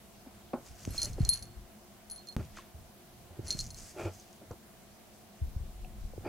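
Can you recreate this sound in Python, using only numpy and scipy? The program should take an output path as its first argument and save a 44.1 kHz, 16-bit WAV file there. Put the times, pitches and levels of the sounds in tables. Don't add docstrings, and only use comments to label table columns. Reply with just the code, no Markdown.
import sys
import numpy as np
from scipy import signal
from scipy.io import wavfile
from scipy.ndimage import uniform_filter1d

SR = 44100
rng = np.random.default_rng(int(sys.argv[2]) if len(sys.argv) > 2 else 0)


def voltage_ratio(level):
    return 10 ** (np.asarray(level, float) / 20)


def unload_wav(signal):
    wavfile.write(
        sys.argv[1],
        SR,
        np.round(np.clip(np.atleast_2d(signal).T, -1, 1) * 32767).astype(np.int16),
    )


N = 277147
T = np.arange(N) / SR
SIDES = np.array([[1], [-1]])
FADE_S, DEEPEST_S, CUT_S = 2.354, 2.360, 2.3655


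def rms_one(x):
    return x / np.sqrt(np.mean(x ** 2) + 1e-20)


def at_hz(points, hz):
    f, level = np.array(points).T
    return np.interp(np.log(hz), np.log(f), level)


def pan(x, db):
    return x * voltage_ratio(db / 2 * SIDES)


def drift(rate):
    knots = rng.standard_normal(int(N / SR * 60) + 9)
    return np.interp(T * rate, np.arange(len(knots)), knots)


def filtered(x, order, hz, kind):
    return signal.sosfilt(signal.butter(order, hz, kind, fs=SR, output="sos"), x)


def ring(clicks, hz, t60):
    r, w = voltage_ratio(-60 / (t60 * SR)), 2 * np.pi * hz / SR
    return signal.lfilter([0, np.sin(w)], [1, -2 * r * np.cos(w), r * r], clicks + 1e-18)


def grains(per_s, spread):
    sizes = voltage_ratio(spread * np.minimum(rng.exponential(1, N), 4.5)) * rng.choice([-1, 1], N)
    return rms_one(sizes * (rng.random(N) < per_s / SR))


def swells(s, hold, db, rise_db_per_s, fall_db_per_s):
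    t = T[::32, None]
    before, after = np.maximum(s - t, 0), np.maximum(t - s - hold, 0)
    away = rise_db_per_s * before + fall_db_per_s * after
    heard = (s < FADE_S) | (t >= CUT_S)
    return np.interp(T, t[:, 0], (heard * voltage_ratio(db - away)).sum(1))


def banded_noise(spectrum, likeness, patchy_db, lowest=25):
    edges = 25 * 2 ** np.arange(0, 9.6, .5)
    out, white = 0, rng.standard_normal((2, 2, N))
    for k, (low, high) in enumerate(zip(edges, edges[1:])):
        if low >= lowest:
            mid, side = filtered(white[k % 2], 2, [low, high], "band")
            hz = np.sqrt(low * high)
            alike = at_hz(likeness, hz)
            gain = voltage_ratio(at_hz(spectrum, hz) + patchy_db * drift(18))
            out = out + gain * (np.sqrt(1 + alike) * mid + np.sqrt(1 - alike) * side * SIDES)
    return rms_one(out)


# f/Hz, level/dB per Hz
ROOM_TONE = [(42, -10), (84, -6), (119, -5.5), (168, -10.5), (238, -10.5), (750, -13.5), (1640, -20.5),
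             (15200, -25.5)]
# f/Hz, likeness/-1..1
ROOM_LIKENESS = [(60, 0.72), (180, 0.29), (550, 0.38), (1650, 0.34), (4970, 0.039), (15000, -0.055)]
# f/Hz, width/Hz, level/dB
DRONE = [(208, 18, -63), (351.7, 7, -69), (665.7, 40, -69), (726, 37, -71.5)]


def room_tone():
    out = voltage_ratio(-57.5) * banded_noise(ROOM_TONE, ROOM_LIKENESS, patchy_db=1.1)
    for hz, width, db in DRONE:
        out = out + voltage_ratio(db) * rms_one(ring(rng.standard_normal(N), hz, 2.7 / width))
    return out


def room(x, t60):
    t = T[:SR // 3]
    tail = rng.standard_normal((2, len(t))) * voltage_ratio(-60 * t / t60) * (t > .004)
    tail = signal.lfilter([1], [1, -.4], tail)
    tail = tail / np.sqrt((tail ** 2).sum(1, keepdims=True))
    return signal.fftconvolve(x[None], tail, axes=1)[:, :N]


# t/s, hold/s, boards level/dB, slow sway above the boards/dB
WEIGHT_SHIFTS = [(0, 0.47, -63.5, -22), (0.597, 0.02, -59, -2), (0.716, 0, -57.5, -2), (0.901, 0, -39, -25),
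                 (0.964, 0.031, -54, 6), (1.05, 0, -49, -12), (1.109, 0.2, -44.5, 0.5),
                 (1.425, 0.064, -53.5, -13), (1.573, 0.034, -59, 9), (2.12, 0.026, -71, 11),
                 (2.371, 0, -32, -22), (2.53, 0.055, -64.5, 9), (2.794, 0.059, -54, -14),
                 (3.096, 0.16, -60.5, -17), (3.443, 0.024, -49.5, -14), (3.599, 0.015, -48, 3.5),
                 (3.66, 0.022, -48.5, -19), (3.772, 0.055, -50.5, -2.5), (4.012, 0.064, -49, -27),
                 (4.526, 0.0075, -54, -18), (5.48, 0, -47.5, 8.5), (5.57, 0.075, -51, 5),
                 (5.693, 0.11, -66, 18), (5.848, 0.023, -55, 11), (5.96, 0.042, -56.5, 11),
                 (6.056, 0.14, -53, 6.5), (6.27, 0.12, -44.5, -24)]


def rumble():
    s, hold, boards_db, sway_db = np.transpose(WEIGHT_SHIFTS)
    out = 0
    for db, band_hz in [(boards_db, (38.0, 134.0)), (boards_db + sway_db, (17.7, 51.4))]:
        mid, side = filtered(rng.standard_normal((2, N)), 2, band_hz, "band")
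        weight = swells(s, hold, db, rise_db_per_s=249, fall_db_per_s=213)
        out = out + weight * rms_one(voltage_ratio(2 * drift(25)) * (mid + 0.27 * side * SIDES))
    return out


# peak t/s, peak level/dB, first f/Hz, last f/Hz, t60/s
PAW_THUDS = [(0.5350, -26, 754, 597, 0.022), (0.5416, -30.5, 296, 239, 0.076),
             (0.711, -45, 89.5, 55.5, 0.22), (0.877, -24, 360, 102, 0.021), (1.186, -36.5, 487, 430, 0.037),
             (1.209, -17, 198, 89, 0.068), (1.2334, -19, 70, 48, 0.096), (1.286, -29.5, 70, 54.5, 0.1),
             (1.576, -39.5, 76, 48.8, 0.26), (2.3649, -24, 70, 75, .053), (2.754, -40, 100, 70.4, 0.17),
             (3.313, -44.5, 100, 82, 0.14), (3.395, -31.5, 166, 100, 0.089), (3.394, -32, 406, 332, 0.033),
             (3.551, -30.5, 225, 69.4, 0.033), (4.0615, -31, 105, 93.4, 0.21),
             (4.516, -35.5, 107, 79, 0.07), (5.426, -24, 118, 63.7, 0.16), (5.567, -26, 90, 57.7, 0.087),
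             (5.611, -29.5, 69, 52, 0.13), (6.137, -38.5, 570, 483, 0.021), (6.18, -33, 525, 310, 0.024),
             (6.1856, -36, 127, 85, 0.093), (6.267, -32.5, 548, 348, 0.129)]


def thuds():
    out = np.zeros((2, N))
    skew = 0.33 * rng.standard_normal(len(PAW_THUDS))
    for (s, db, first_hz, last_hz, t60), step in zip(PAW_THUDS, skew):
        rise = 0.0913 * t60
        at = int((s - rise) * SR)
        t = T[:min(N - at, SR // 2)]
        sag = 1.23 / first_hz + 0.00091
        cycles = last_hz * t + (first_hz - last_hz) * sag * (1 - np.exp(-t / sag))
        swell = np.sin(np.pi / 2 * np.clip(t / rise, 0, 1)) ** 2
        shape = swell * voltage_ratio(-60 * np.maximum(t - rise, 0) / t60)
        heard = (s < FADE_S) | (t + at / SR >= CUT_S)
        wave = np.cos(2 * np.pi * (cycles - first_hz * rise) + step * SIDES)
        out[:, at:at + len(t)] += voltage_ratio(db) * heard * shape * wave
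    return out


# t/s, left-right level/dB
FLOOR_PAN = [
    (.6, -1),
    (1.2, 0.5),
    (1.6, 3),
    (2.4, .5),
    (3.3, -2),
    (4, 0),
    (5.4, 2.5),
    (5.9, 3),
    (6.2, 0),
]


def floor():
    return pan(thuds() + rumble(), np.interp(T, *np.transpose(FLOOR_PAN)))


# t/s, peak level/dB, contact cut f/Hz, rattle t60/s
BOX_KNOCKS = [(.262, -40.5, 260, 0.053), (0.5332, -28, 3500, 0.19), (3.996, -37, 1900, 0.016),
              (4.024, -38, 1500, 0.025), (1.18, -37, 530, 0.036), (.943, -39.5, 2200, 0.014),
              (4.063, -40, 3300, 0.034), (2.569, -51, 3000, .05), (4.414, -44.5, 430, 0.058),
              (4.508, -39.5, 1350, 0.13), (6.2525, -35, 590, 0.12)]
# f/Hz, level/dB, t60/s
BOX_MODES = [(252, -9.5, 0.11), (321, 0, 0.092), (346.8, 5, 0.08), (422, 4.5, 0.027), (487, -1, 0.05),
             (598, 5.5, 0.029), (745, -1, 0.043), (844, -4.5, 0.046), (1060, -14.5, 0.055),
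             (1215, -7, 0.027), (1386, -7, 0.038), (1730, -2.5, 0.0064), (2110, -9, 0.015),
             (4570, -12.5, 0.0086)]
# t/s, level/dB, f/Hz, t60/s
SINGLE_NOTES = [(2.393, -36, 345, .06), (2.370, -34, 240, .08), (.5353, -30, 570, .045), (.262, -46, 560, .03),
                (3.392, -40, 200, .06), (1.18, -42, 560, .02), (.5345, -46, 2380, 0.011),
                (0.49, -56, 3270, .016), (2.572, -36.5, 1380, 0.011), (5.7, -58, 740, 0.037),
                (2.588, -40.5, 1080, 0.048), (5.847, -46.5, 2650, 0.02), (5.846, -47, 730, 0.092),
                (6.269, -53.5, 4700, 0.061), (6.27, -51, 2400, .04), (.906, -46.5, 11300, 0.058),
                (.8515, -31.5, 2700, 0.0019), (1.298, -44, 8420, 0.12), (4.509, -33, 482, 0.038)]


def knocks():
    out = np.zeros(N)
    for s, db, cut_hz, rattle_t60 in BOX_KNOCKS:
        fade = voltage_ratio(-60 * T[:SR // 4] / rattle_t60)
        shake = rng.standard_normal(SR // 4)
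        push = .2 * uniform_filter1d(shake, size=16) * fade + .1 * shake * fade ** 2
        push[0] = 1
        push = signal.lfilter(*signal.butter(2, cut_hz, fs=SR), push)
        sound = 0
        for k, (hz, mode_db, t60) in enumerate(BOX_MODES):
            strike_db = 0.46 * mode_db + 1.5 * rng.standard_normal()
            sound = sound + ring(push, hz, 0.35 * t60) * voltage_ratio(strike_db) * (-1) ** k
        sound = filtered(sound, 2, 170, "high")
        at = int(s * SR)
        out[at:at + len(sound)] += (voltage_ratio(db) * sound / np.abs(sound).max())[:N - at]
    for s, db, hz, t60 in SINGLE_NOTES:
        out += ring(voltage_ratio(db) * (np.arange(N) == int(s * SR)), hz, t60)
    return out


# t/s, hold/s, level/dB
WALL_PRESSES = [
    (1.035, 0.038, -49.5),
    (1.181, 0.085, -55),
    (2.395, 0.012, -42.5),
    (3.302, 0.27, -57.5),
    (3.974, .01, -48.5),
    (3.993, 0.035, -38.5),
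    (4.061, .022, -38),
    (6.255, .012, -43),
    (6.276, .02, -40),
]


def drag():
    slips = grains(1500, 3.1)
    pressure = swells(*np.transpose(WALL_PRESSES), rise_db_per_s=558, fall_db_per_s=553)
    wall = 0
    for k, (hz, db, t60) in enumerate(BOX_MODES[1:]):
        wall = wall + ring(slips, hz, 1.27 * t60) * voltage_ratio(db) * (-1) ** k
    wall = rms_one(signal.lfilter(*signal.butter(2, 280, "high", fs=SR), wall))
    edge = rms_one(ring(slips, 2420, 0.011))
    return pressure * (voltage_ratio(-2.5) * wall + pressure * voltage_ratio(21.6) * edge)


# t/s, hold/s, hair hiss level/dB, board rustle above it/dB
FUR_STROKES = [(0.666, 0.011, -58.5, -3.5), (0.791, 0.13, -58.5, -5.5), (0.956, 0.12, -51.5, -5),
               (1.205, 0.17, -60, 0), (2.354, 0.093, -68, 4), (2.576, 0.0045, -61, 8),
               (3.472, 0.054, -53, -5.5), (3.585, 0.05, -52.5, -12.5), (3.774, 0.13, -56, -8),
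               (3.997, .06, -60, 4.5), (4.132, 0.088, -63, -14), (4.27, 0.13, -74, -22)]
# f/Hz, level/dB per Hz
HAIR_TONE = [(3000, -49), (4200, -23), (5500, 3), (6600, 9), (8000, -2), (11000, -9.5), (14000, -5),
             (16500, -20)]


def slides():
    s, hold, hiss_db, board_db = np.transpose(FUR_STROKES)
    return [swells(s, hold, db, rise_db_per_s=394, fall_db_per_s=226) for db in (hiss_db, hiss_db + board_db)]


def fur():
    bunches = 1 + 2.6 * np.abs(uniform_filter1d(grains(400, 2.1), size=40))
    hiss = banded_noise(HAIR_TONE, [(1500, 1.0), (16000, 0.27)], patchy_db=1.5, lowest=2200)
    mid, side = filtered(rng.standard_normal((2, N)), 2, [1000, 3300], "band")
    board = mid + 0.14 * side * SIDES
    hiss_gain, board_gain = slides()
    return hiss_gain * rms_one(bunches * hiss) + board_gain * rms_one(bunches * board)


# t/s, click level/dB, low, middle and high mode level/dB
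FREE_CLINKS = [(0.906, -44, -57, -64, -61), (1.03, -16.5, -39, -45, -40), (1.0475, -23, -37.5, -45, -52),
               (1.056, -23, -54, -52, -56), (1.1977, -50, -59, -74, -66), (1.2954, -33, -29.5, -44, -28),
               (1.3147, -39, -31.5, -47, -52), (1.3281, -38, -29.5, -42, -44), (1.348, -48, -43, -52, -45),
               (1.4306, -40, -64, -63, -56), (2.099, -37, -53, -66, -50), (2.1794, -45, -51, -76, -76),
               (2.193, -47, -57, -76, -76), (2.2715, -40.5, -50, -75, -70), (3.59, -22, -33, -66, -54)]
# t/s, click level/dB, low, middle and high mode level/dB
BRUSHED_CLINKS = [(0.9794, -27, -26, -49, -48), (0.989, -45, -28, -56, -60), (1.002, -36, -34.5, -53, -60),
                  (1.0175, -19, -27, -46, -44), (1.25, -23, -37.5, -76, -68), (1.336, -26, -41, -45, -38),
                  (1.359, -33, -53, -56, -62), (1.3915, -40, -51, -54, -68),
                  (2.116, -35.5, -47.5, -42.5, -60), (2.16, -45, -52, -51.5, -60),
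                  (2.2865, -39, -41, -63, -64), (3.5113, -21, -40, -66, -63), (3.525, -29, -30.5, -69, -50),
                  (3.555, -43, -45, -76, -72)]
# t/s, click level/dB, low, middle and high mode level/dB
MUFFLED_CLINKS = [(1.0447, -30, -40, -47, -52), (1.084, -48, -56, -66, -70), (2.222, -58, -60, -78, -78),
                  (3.497, -45, -52, -66, -70), (3.546, -40, -48, -74, -72), (1.217, -47, -50, -72, -70),
                  (1.1322, -36, -55, -72, -74), (1.2906, -17.5, -24.5, -44, -23.5),
                  (1.3408, -29, -35, -48, -42), (1.3738, -34, -49, -56, -66), (1.4247, -35, -45, -62, -50),
                  (2.111, -42, -46, -46, -43), (2.3246, -48, -46, -75, -62), (3.4724, -35, -48, -70, -72),
                  (3.481, -31, -43, -47, -66), (3.485, -39, -39, -49, -70), (3.5054, -18.5, -24, -62, -52),
                  (3.6029, -25, -31.5, -68, -58), (3.611, -29, -41, -70, -60), (3.7045, -34, -45, -59, -69),
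                  (3.7449, -36, -47, -68, -66)]


def clinks():
    kinds = [(FREE_CLINKS, (.45, .25, .055)),
             (BRUSHED_CLINKS, (.1, .14, .04)),
             (MUFFLED_CLINKS, (.045, .1, .03))]
    return sorted((*row, *t60) for rows, t60 in kinds for row in rows)


# t/s, click level/dB
DULL_TICKS = [(0.665, -48), (0.8515, -31.5), (0.8983, -49), (0.954, -46), (0.9642, -43), (0.9721, -45),
              (1.0325, -27), (1.0585, -32), (1.2535, -39), (1.383, -46), (2.131, -50), (2.151, -47),
              (1.2665, -50), (1.4006, -54), (1.4545, -45), (2.5677, -41), (3.4653, -43), (3.5014, -34),
              (3.515, -27), (3.529, -34), (3.7085, -35), (3.6084, -25), (3.6392, -41), (3.6491, -42),
              (3.6549, -38), (3.6648, -34.5), (3.6686, -36), (3.6958, -47), (3.7771, -37), (3.7928, -47),
              (3.8057, -39), (3.8223, -41), (3.9029, -55), (4.198, -39), (4.2027, -45), (4.3293, -43),
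              (4.5124, -42.5)]
# f/Hz, level/dB, t60/s
CLICK_MODES = [(2920, -38, 0.00074), (4670, -2, 0.0032), (5800, -1.5, 0.0058), (6320, 1, 0.0058),
               (7120, 0.5, 0.0028), (8260, -8.5, 0.0032), (10470, -7.5, 0.0028), (13600, -15, .002)]


def clicks():
    s, db = np.transpose([row[:2] for row in clinks()] + list(DULL_TICKS))
    luck = rng.standard_normal((len(s), len(CLICK_MODES) + 1))
    at = (s * SR).astype(int)
    rebound = at + (SR * .0007 * (1 + np.abs(luck[:, -1]))).astype(int)
    chatter = voltage_ratio(-16) * slides()[0] * grains(250, 2.5)
    out = np.zeros(N)
    for k, (hz, mode_db, t60) in enumerate(CLICK_MODES):
        turned_away_db = 6 * (hz > 9000) * (s > FADE_S)
        sign, train = (-1) ** k, np.zeros(N)
        train[at] = voltage_ratio(db + mode_db - turned_away_db - 5.0 + luck[:, k]) * sign
        train[rebound] += 0.64 * train[at]
        out += ring(train + chatter * voltage_ratio(mode_db) * sign, hz, t60)
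    return filtered(out, 2, 3300, "high")


# t/s, left lead/ms, low mode left-right level/dB, high modes left-right level/dB
CHARM_BEARING = [
    (1.0, 0.03, -3, -2),
    (1.3, 0.031, -8.5, 5.5),
    (2.35, 0.033, -6, 4.5),
    (2.37, .008, .8, -2.5),
]
# t/s, twin above the low mode/dB, low modes sharp/Hz, high mode sharp/Hz
CHARM_HANG = [(.98, -14, 8, 10), (1.045, -7, 10, 40), (1.056, 3, 20, 20), (1.25, -17, 0, 0),
              (1.296, -16, -5, 0), (1.315, -11, 0, 20), (1.374, 4, 0, 40), (1.392, -7, 10, 35),
              (1.43, 3, 5, 40), (2.1, -5, 15, 40), (2.29, -21, 22, 40), (3.47, -5, 30, 30),
              (3.51, -18, 12, 0), (3.526, -21, 35, 40), (3.59, -13, 5, 40), (3.61, -6, 35, 40),
              (3.7, -15, 30, 20)]


def charm():
    s, _, low_db, middle_db, high_db, low_t60, middle_t60, high_t60 = np.transpose(clinks())
    last = np.clip(np.searchsorted(s, T) - 1, 0, None)
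    age = np.where(T > s[0], T - s[last], 99)
    nudge = np.cumsum(0.5 * rng.standard_normal((len(s), 4)), axis=0)[last]

    when, *columns = np.transpose(CHARM_BEARING)
    lead_ms, low_pan, high_pan = (np.interp(T, when, c) for c in columns)
    heard = T + lead_ms / 2000 * SIDES

    when, *columns = np.transpose(CHARM_HANG)
    twin_db, low_sharp, high_sharp = (np.interp(s, when, c) for c in columns)
    sway = .65 * uniform_filter1d(drift(45), size=900)
    flicker = voltage_ratio(1.4 * drift(55))

    def tone(k, hz, sharp, db, t60):
        height = uniform_filter1d(voltage_ratio(db[last] - 60 * age / t60[last]), size=16, origin=7)
        cycles = hz * heard + np.cumsum(sharp[last]) / SR
        return flicker * height * np.sin(2 * np.pi * cycles + nudge[:, k] + sway)

    low = tone(0, 4221, low_sharp, low_db, low_t60)
    low = low + tone(1, 4343, low_sharp, low_db + twin_db, low_t60)
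    high = tone(2, 9952, low_sharp, middle_db + 7.0, middle_t60)
    high = high + tone(3, 10460, high_sharp, high_db + 11.5, high_t60)
    return pan(low, low_pan) + pan(high, high_pan)


def scene():
    ringing, taps = charm(), clicks()
    box = knocks() + drag()
    mix = room_tone() + floor() + box + fur() + taps + ringing
    mix = mix + room(voltage_ratio(-14) * (taps + ringing.mean(0)), 0.09)
    mix = mix + voltage_ratio(-20) * room(box, 0.074)
    dip_db = np.interp(T, [FADE_S, DEEPEST_S, CUT_S - 1 / SR, CUT_S], [0.0, -14, -11, 0.0])
    return mix * voltage_ratio(dip_db)


def band_limit(x):
    return signal.sosfilt(signal.butter(12, 16820, fs=SR, output="sos"), x)


def record(dry):
    top_cut = signal.cheby2(12, 40, 16300, fs=SR, output="sos")
    mix = signal.sosfilt(top_cut, dry)
    return band_limit(mix)


dry = scene()
out = record(dry)
unload_wav(out)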